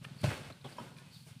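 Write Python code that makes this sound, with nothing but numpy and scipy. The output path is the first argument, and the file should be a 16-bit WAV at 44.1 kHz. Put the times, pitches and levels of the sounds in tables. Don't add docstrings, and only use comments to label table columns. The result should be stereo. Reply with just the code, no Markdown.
import sys
import numpy as np
from scipy import signal
from scipy.fft import rfft, irfft
from scipy.io import wavfile
from scipy.ndimage import uniform_filter1d

SR = 44100
rng = np.random.default_rng(int(sys.argv[2]) if len(sys.argv) > 2 else 0)


def master(y):
    cut = np.clip(np.atleast_2d(y).T, -1, 1)
    pcm = np.round(cut * 32767)
    wavfile.write(sys.argv[1], SR, pcm.astype(np.int16))


N = 61739


def undb(db):
    return 10 ** (np.asarray(db) / 20)


def panned(db, pan_db):
    return undb(db + np.array([[pan_db], [-pan_db]]) / 2)


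def unit(x):
    return x / np.sqrt(np.mean(x ** 2) + 1e-20)


def since(start):
    return np.maximum(np.arange(N) / SR - start, 0)


def decay(t, t60):
    return np.exp(-np.log(1000) * t / t60)


def arch(start, length):
    return np.sin(np.pi * np.minimum(since(start) / length, 1))


def freqs():
    return np.maximum(np.fft.rfftfreq(N, 1 / SR), 1)


def colour(x, points, tilt_db=0):
    hz, db = np.array(points).T
    octave = np.log2(freqs())
    curve = np.interp(octave, np.log2(hz), db) + tilt_db * (octave - np.log2(2000))
    return irfft(rfft(x) * undb(curve) * np.minimum(freqs() / hz[0], 1) ** 2, N)


def band(x, hz, width):
    return unit(irfft(rfft(x) / (1 + (2 * (freqs() - hz) / width) ** 2), N))


def diffuse(pair, coherent_below_hz=370):
    mid, side = rfft(pair)
    apart = 1 / np.hypot(1, coherent_below_hz / freqs()) ** 2
    return irfft((mid + apart * side * np.array([[1], [-1]])) / np.hypot(1, apart), N)


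def fractures(per_s, spread_db=2):
    clicks = (rng.random((2, N)) < per_s / SR) * rng.choice([-1, 1], (2, N))
    strength = undb(spread_db * np.minimum(rng.exponential(size=(2, N)), 5))
    return diffuse(clicks * strength)


def strike(blows, modes, contact_s, detune, lag_s):
    out = np.zeros((2, N))
    for start, db, pitch in blows:
        t = np.array([since(start), since(start + lag_s)])
        onset = 1 - np.exp(-t / contact_s)
        for hz, mode_db, t60, pan_db in modes:
            tuned_hz = hz * pitch * (1 + detune * rng.standard_normal())
            out += panned(db + mode_db, pan_db) * np.sin(2 * np.pi * tuned_hz * t) * decay(t, t60) * onset
    return out


# (frequency [Hz], relative spectral level [dB])
HISS_SPECTRUM = [(30, 4), (60, -12), (110, 0.5), (140, 0), (175, -0.5), (230, -11.5), (420, -31.5),
                 (900, -25), (1900, -34), (2400, -22.5), (3900, -20.5), (6400, -31), (9300, -28),
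                 (12000, -34), (15000, -43)]
def hiss(level_db=-57.5):
    return undb(level_db) * unit(colour(diffuse(rng.standard_normal((2, N))), HISS_SPECTRUM))


# (time [s], duration [s], level [dB], frequency [Hz])
INSECT_CHIRRS = [(0.159, 0.11, -57.5, 4510), (1.103, 0.092, -56, 4560), (1.131, 0.058, -59, 3800),
                 (1.151, 0.11, -62, 4430), (1.385, 0.057, -57.5, 4670)]
def chirrs(width_hz=440):
    return sum(undb(db) * band(rng.standard_normal((2, N)), hz, width_hz) * arch(start, length)
               for start, length, db, hz in INSECT_CHIRRS)


# (time [s], duration [s], level [dB], frequency [Hz], left minus right [dB])
WHISTLE_NOTES = [(.86, 0.084, -66.5, 1443, 16), (.97, 0.08, -66.5, 1447, 13), (0.968, 0.077, -67, 1075, 7),
                 (.995, 0.04, -64.5, 1780, -8), (1.03, 0.1, -69.5, 2500, 0)]
def whistles(waver_depth=0.0029):
    out = np.zeros((2, N))
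    for start, length, db, hz, pan_db in WHISTLE_NOTES:
        waver = unit(uniform_filter1d(rng.standard_normal(N), size=700))
        tone = np.sin(2 * np.pi * np.cumsum(hz * (1 + waver_depth * waver)) / SR)
        out += panned(db, pan_db) * tone * arch(start, length)
    return out


# (time [s], level [dB])
THROB_LEVELS = [(0, -41), (.2, -43.5), (.48, -43), (.58, -58), (.72, -48.5), (1.0, -49), (1.2, -49),
                (1.35, -42.5)]
# (frequency [Hz], relative level [dB])
EXHAUST_PARTIALS = [(134, -2.5), (170, -11), (240, -14)]
def engine(period_s=0.04998, rise_s=0.01411, jitter_s=0.00042, scatter_db=1.5):
    out = np.zeros(N)
    for start in np.arange(0.0045, N / SR, period_s):
        size, late, pitch = rng.standard_normal(3)
        t = since(start + jitter_s * late)
        swell = (t / rise_s * np.exp(1 - t / rise_s)) ** 3
        level_db = np.interp(start, *np.array(THROB_LEVELS).T) + scatter_db * size
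        for hz, db in EXHAUST_PARTIALS:
            partial = np.cos(2 * np.pi * hz * (1 + 0.03 * pitch) * (t - rise_s))
            out += undb(level_db + db) * swell * partial
    return out


# (frequency [Hz], relative gain [dB])
ECHO_SPECTRUM = [(60, -33), (150, -11.5), (240, -7), (400, -11.5), (620, -9), (1000, -6), (1500, -5),
                 (3000, -7), (8000, 1), (15000, -18)]
def grove_echo(x, gain_db=-7, gap_s=0.014, build_s=0.0049, t60_s=0.96):
    t = since(gap_s)
    envelope = (1 - np.exp(-t / build_s)) * decay(t, t60_s)
    scatter = colour(diffuse(rng.standard_normal((2, N))), ECHO_SPECTRUM)
    response = scatter * envelope / np.sqrt(np.sum(envelope ** 2))
    return undb(gain_db) * signal.fftconvolve(x, response, axes=1)[:, :N]


# (time [s], duration [s], level [dB])
LEAF_CRINKLES = [(0.028, 0.037, -58.5), (0.208, 0.013, -53.5), (0.653, 0.12, -64), (0.775, 0.073, -65),
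                 (0.959, 0.059, -63.5), (1.136, 0.24, -84), (1.248, 0.066, -60.5)]
# (frequency [Hz], relative spectral level [dB])
CRINKLE_SPECTRUM = [(3000, -15), (5000, -1), (6800, -11), (9000, -1), (12000, -12.5), (15000, -15)]
def leaf_crinkles():
    clicks = unit(colour(fractures(per_s=1300), CRINKLE_SPECTRUM))
    return clicks * sum(undb(db) * arch(start, length) for start, length, db in LEAF_CRINKLES)


# (time [s], level [dB], attack [s], hold [s], T60 [s], tilt [dB/octave])
LITTER_CRUSHES = [(0.004, -57.5, 0.022, 0.11, 0.57, 0.5), (0.137, -55.5, 0.076, 0.035, 0.11, 2.5),
                  (0.228, -37, 0.013, 0.009, 0.11, 1), (0.247, -39.5, 0.016, 0.045, 0.7, 0.5),
                  (0.298, -44.5, 0.017, 0.015, 0.062, -2.5), (0.421, -53, 0.02, 0.047, 0.078, 0),
                  (0.501, -45, 0.0011, 0.0033, 0.054, -1), (0.639, -52.5, .008, 0.064, 0.65, 0.5),
                  (0.778, -50.5, 0.036, 0.017, 0.62, -2), (0.763, -59, 0.0072, 0.087, 0.59, 3.5),
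                  (0.95, -61.5, 0.029, 0.12, 0.66, 1.5), (1.103, -61, 0.031, 0.055, 1, 6),
                  (1.259, -59, 0.022, 0.031, 0.42, 2.5)]
# (frequency [Hz], relative spectral level [dB])
LEAF_SPECTRUM = [(150, -7), (250, -5.5), (440, -7), (600, -8), (860, -14), (1110, -9.5), (1460, -13),
                 (2850, -12.5), (5000, -20), (6800, -26), (8800, -23.5), (12600, -34.5), (15000, -37.5)]
# (frequency [Hz], bandwidth [Hz], peak gain [dB])
FROND_RESONANCES = [(510, 82, 2), (867, 33, 9), (1480, 56, 6), (1605, 37, 7), (2154, 22, 6), (2565, 14, 7),
                    (2700, 19, 3), (4420, 28, 8.5)]
def crushed_litter():
    out = np.zeros((2, N))
    fronds = np.prod([1 + (undb(db) - 1) / (1 + 2j * (freqs() - hz) / width)
                      for hz, width, db in FROND_RESONANCES], axis=0)
    for start, db, attack, hold, t60, tilt_db in LITTER_CRUSHES:
        crackle = irfft(rfft(fractures(per_s=7000)) * fronds, N)
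        envelope = np.minimum(since(start) / attack, 1) * decay(since(start + attack + hold), t60)
        out += undb(db) * envelope * unit(colour(crackle, LEAF_SPECTRUM, tilt_db))
    return out


# (time [s], relative level [dB], frequency [Hz], bandwidth [Hz])
TWIG_CRACKS = [(0.2373, -42, 3460, 3500), (.249, -47.5, 4870, 4000), (0.303, -40.5, 1610, 900),
               (0.316, -41, 1600, 1100), (0.331, -46.5, 2390, 1500), (.5, -49.5, 1650, 1400),
               (0.523, -57.5, 4120, 594), (.612, -60.5, 4060, 1020), (.643, -53.5, 3400, 500),
               (0.6517, -47, 3290, 347), (0.667, -52, 3270, 600), (0.725, -56, 4670, 700),
               (0.7816, -52, 2250, 2230), (0.967, -71, 2500, 900), (1.27, -59.5, 2340, 700),
               (1.295, -70, 2800, 900), (1.325, -61.5, 2870, 700)]
def twig_cracks(attack_s=0.0021, t60_s=0.037):
    out = np.zeros((2, N))
    for start, db, hz, width in TWIG_CRACKS:
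        t = since(start)
        envelope = 2 * np.minimum(t / attack_s, 1) * decay(t, t60_s)
        out += undb(db) * envelope * band(fractures(per_s=7000), hz, width)
    return out


# (time [s], level [dB], pitch [ratio])
STEM_SNAPS = [(.0452, -41, 1), (.0473, -38, 1.11), (.0502, -34, 1.02), (.9664, -48.5, 1.45),
              (.9854, -43, 1.42)]
# (frequency [Hz], relative level [dB], T60 [s], left minus right [dB])
STEM_MODES = [(1248, -16.5, 0.04, 11), (1693, -4.5, 0.025, 4), (2480, -7, 0.017, -2), (2710, -6, 0.014, 2),
              (2970, 1, 0.004, 2), (3980, -8, 0.0052, 7)]
def stem_snaps():
    return strike(STEM_SNAPS, STEM_MODES, contact_s=0.00011, detune=0.024, lag_s=0.00006)


# (time [s], level [dB], pitch [ratio])
STALK_BLOWS = [(.501, -51, 1), (.7826, -34.5, 1.02), (.7845, -33.5, .99), (.798, -38, 1)]
# (frequency [Hz], relative level [dB], T60 [s], left minus right [dB])
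STALK_MODES = [(237.7, -10, 0.148, -2), (384, -18.5, .05, -5), (632, -7.5, 0.048, -8), (895, -8, 0.036, -9),
               (967, -1, 0.049, 0.5), (1285, -11, 0.044, 18), (1630, -14.5, 0.035, 16),
               (3120, -19, 0.065, -4), (5350, -19.5, 0.018, 22)]
def stalk_knocks():
    return strike(STALK_BLOWS, STALK_MODES, contact_s=0.00085, detune=0.0082, lag_s=0.00024)


# (time [s], level [dB], pitch [ratio])
TUMBLE_BLOWS = [(.372, -41.5, 1.02), (.413, -48, 0.87), (.501, -47, 1.01), (.6455, -37.5, .97),
                (.653, -37, 1.04), (.6615, -37.5, 1.016), (.712, -46.5, 0.8), (.763, -49, 0.97),
                (.8105, -43, 0.93), (.863, -47, 0.92), (.915, -48, 0.94), (1.015, -49.5, 0.91),
                (1.264, -52.5, 0.86), (1.275, -55.5, .85), (1.286, -55.5, 0.85)]
# (frequency [Hz], relative level [dB], T60 [s], left minus right [dB])
TUMBLE_MODES = [(139.4, -9, 0.11, 5.5), (242, -7, 0.057, -1), (414, -6.5, 0.065, -2.5), (525, -6, 0.05, -5),
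                (763, -8.5, 0.051, -8), (1055, -10.5, 0.04, 15)]
def tumbling():
    return strike(TUMBLE_BLOWS, TUMBLE_MODES, contact_s=0.00075, detune=0.022, lag_s=0.00019)


# (time [s], soil level [dB], soil pitch [ratio], knock level [dB])
LANDING_BLOWS = [(0.2335, -24, 1.3, -35.5), (0.2418, -15.5, 0.93, -17.5), (0.2767, -21, 0.91, -36),
                 (0.2862, -28.5, 0.82, -58), (0.324, -37, 0.57, -68), (0.366, -47, 0.65, -62),
                 (.405, -41, 0.79, -56), (0.454, -43, 0.64, -57), (.486, -41, 0.64, -56)]
# (frequency [Hz], relative level [dB], T60 [s])
SOIL_MODES = [(93.7, -21, 0.15), (118.5, -5.5, 0.11), (141.5, -2, 0.11), (188, -14, 0.06)]
# (frequency [Hz], relative level [dB], T60 [s], left minus right [dB])
BUNCH_MODES = [(328, -20, 0.072, -5), (518, -12, 0.035, 1), (616, -4.5, 0.039, -10),
               (697, -8.5, 0.035, -4.5), (794, -17, 0.031, 9), (1025, -17, 0.049, 11.5),
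               (1523, -21.5, 0.077, 13), (2430, -19.5, 0.019, -22)]
def landing(soil_contact_s=0.0047):
    thud = np.zeros(N)
    for start, db, pitch, _ in LANDING_BLOWS:
        t = since(start)
        onset = 1 - np.exp(-t / soil_contact_s)
        for hz, mode_db, t60 in SOIL_MODES:
            thud -= undb(db + mode_db) * np.sin(2 * np.pi * hz * pitch * t) * decay(t, t60) * onset
    knocks = [(start, db, 1) for start, _, _, db in LANDING_BLOWS]
    return thud + strike(knocks, BUNCH_MODES, contact_s=0.0008, detune=0.013, lag_s=0.0003)


def scene():
    impacts = landing() + tumbling() + stalk_knocks() + stem_snaps() + twig_cracks()
    fall = impacts + grove_echo(impacts) + crushed_litter() + leaf_crinkles()
    return fall + engine() + hiss() + chirrs() + whistles()


def record(dry, low_cut_hz=76.5, top_hz=15200):
    thin = irfft(rfft(dry) / np.hypot(1, (low_cut_hz / freqs()) ** 3), N)
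    return signal.sosfilt(signal.ellip(8, 0.2, 70, top_hz, fs=SR, output="sos"), thin)


dry = scene()
out = record(dry)
master(out)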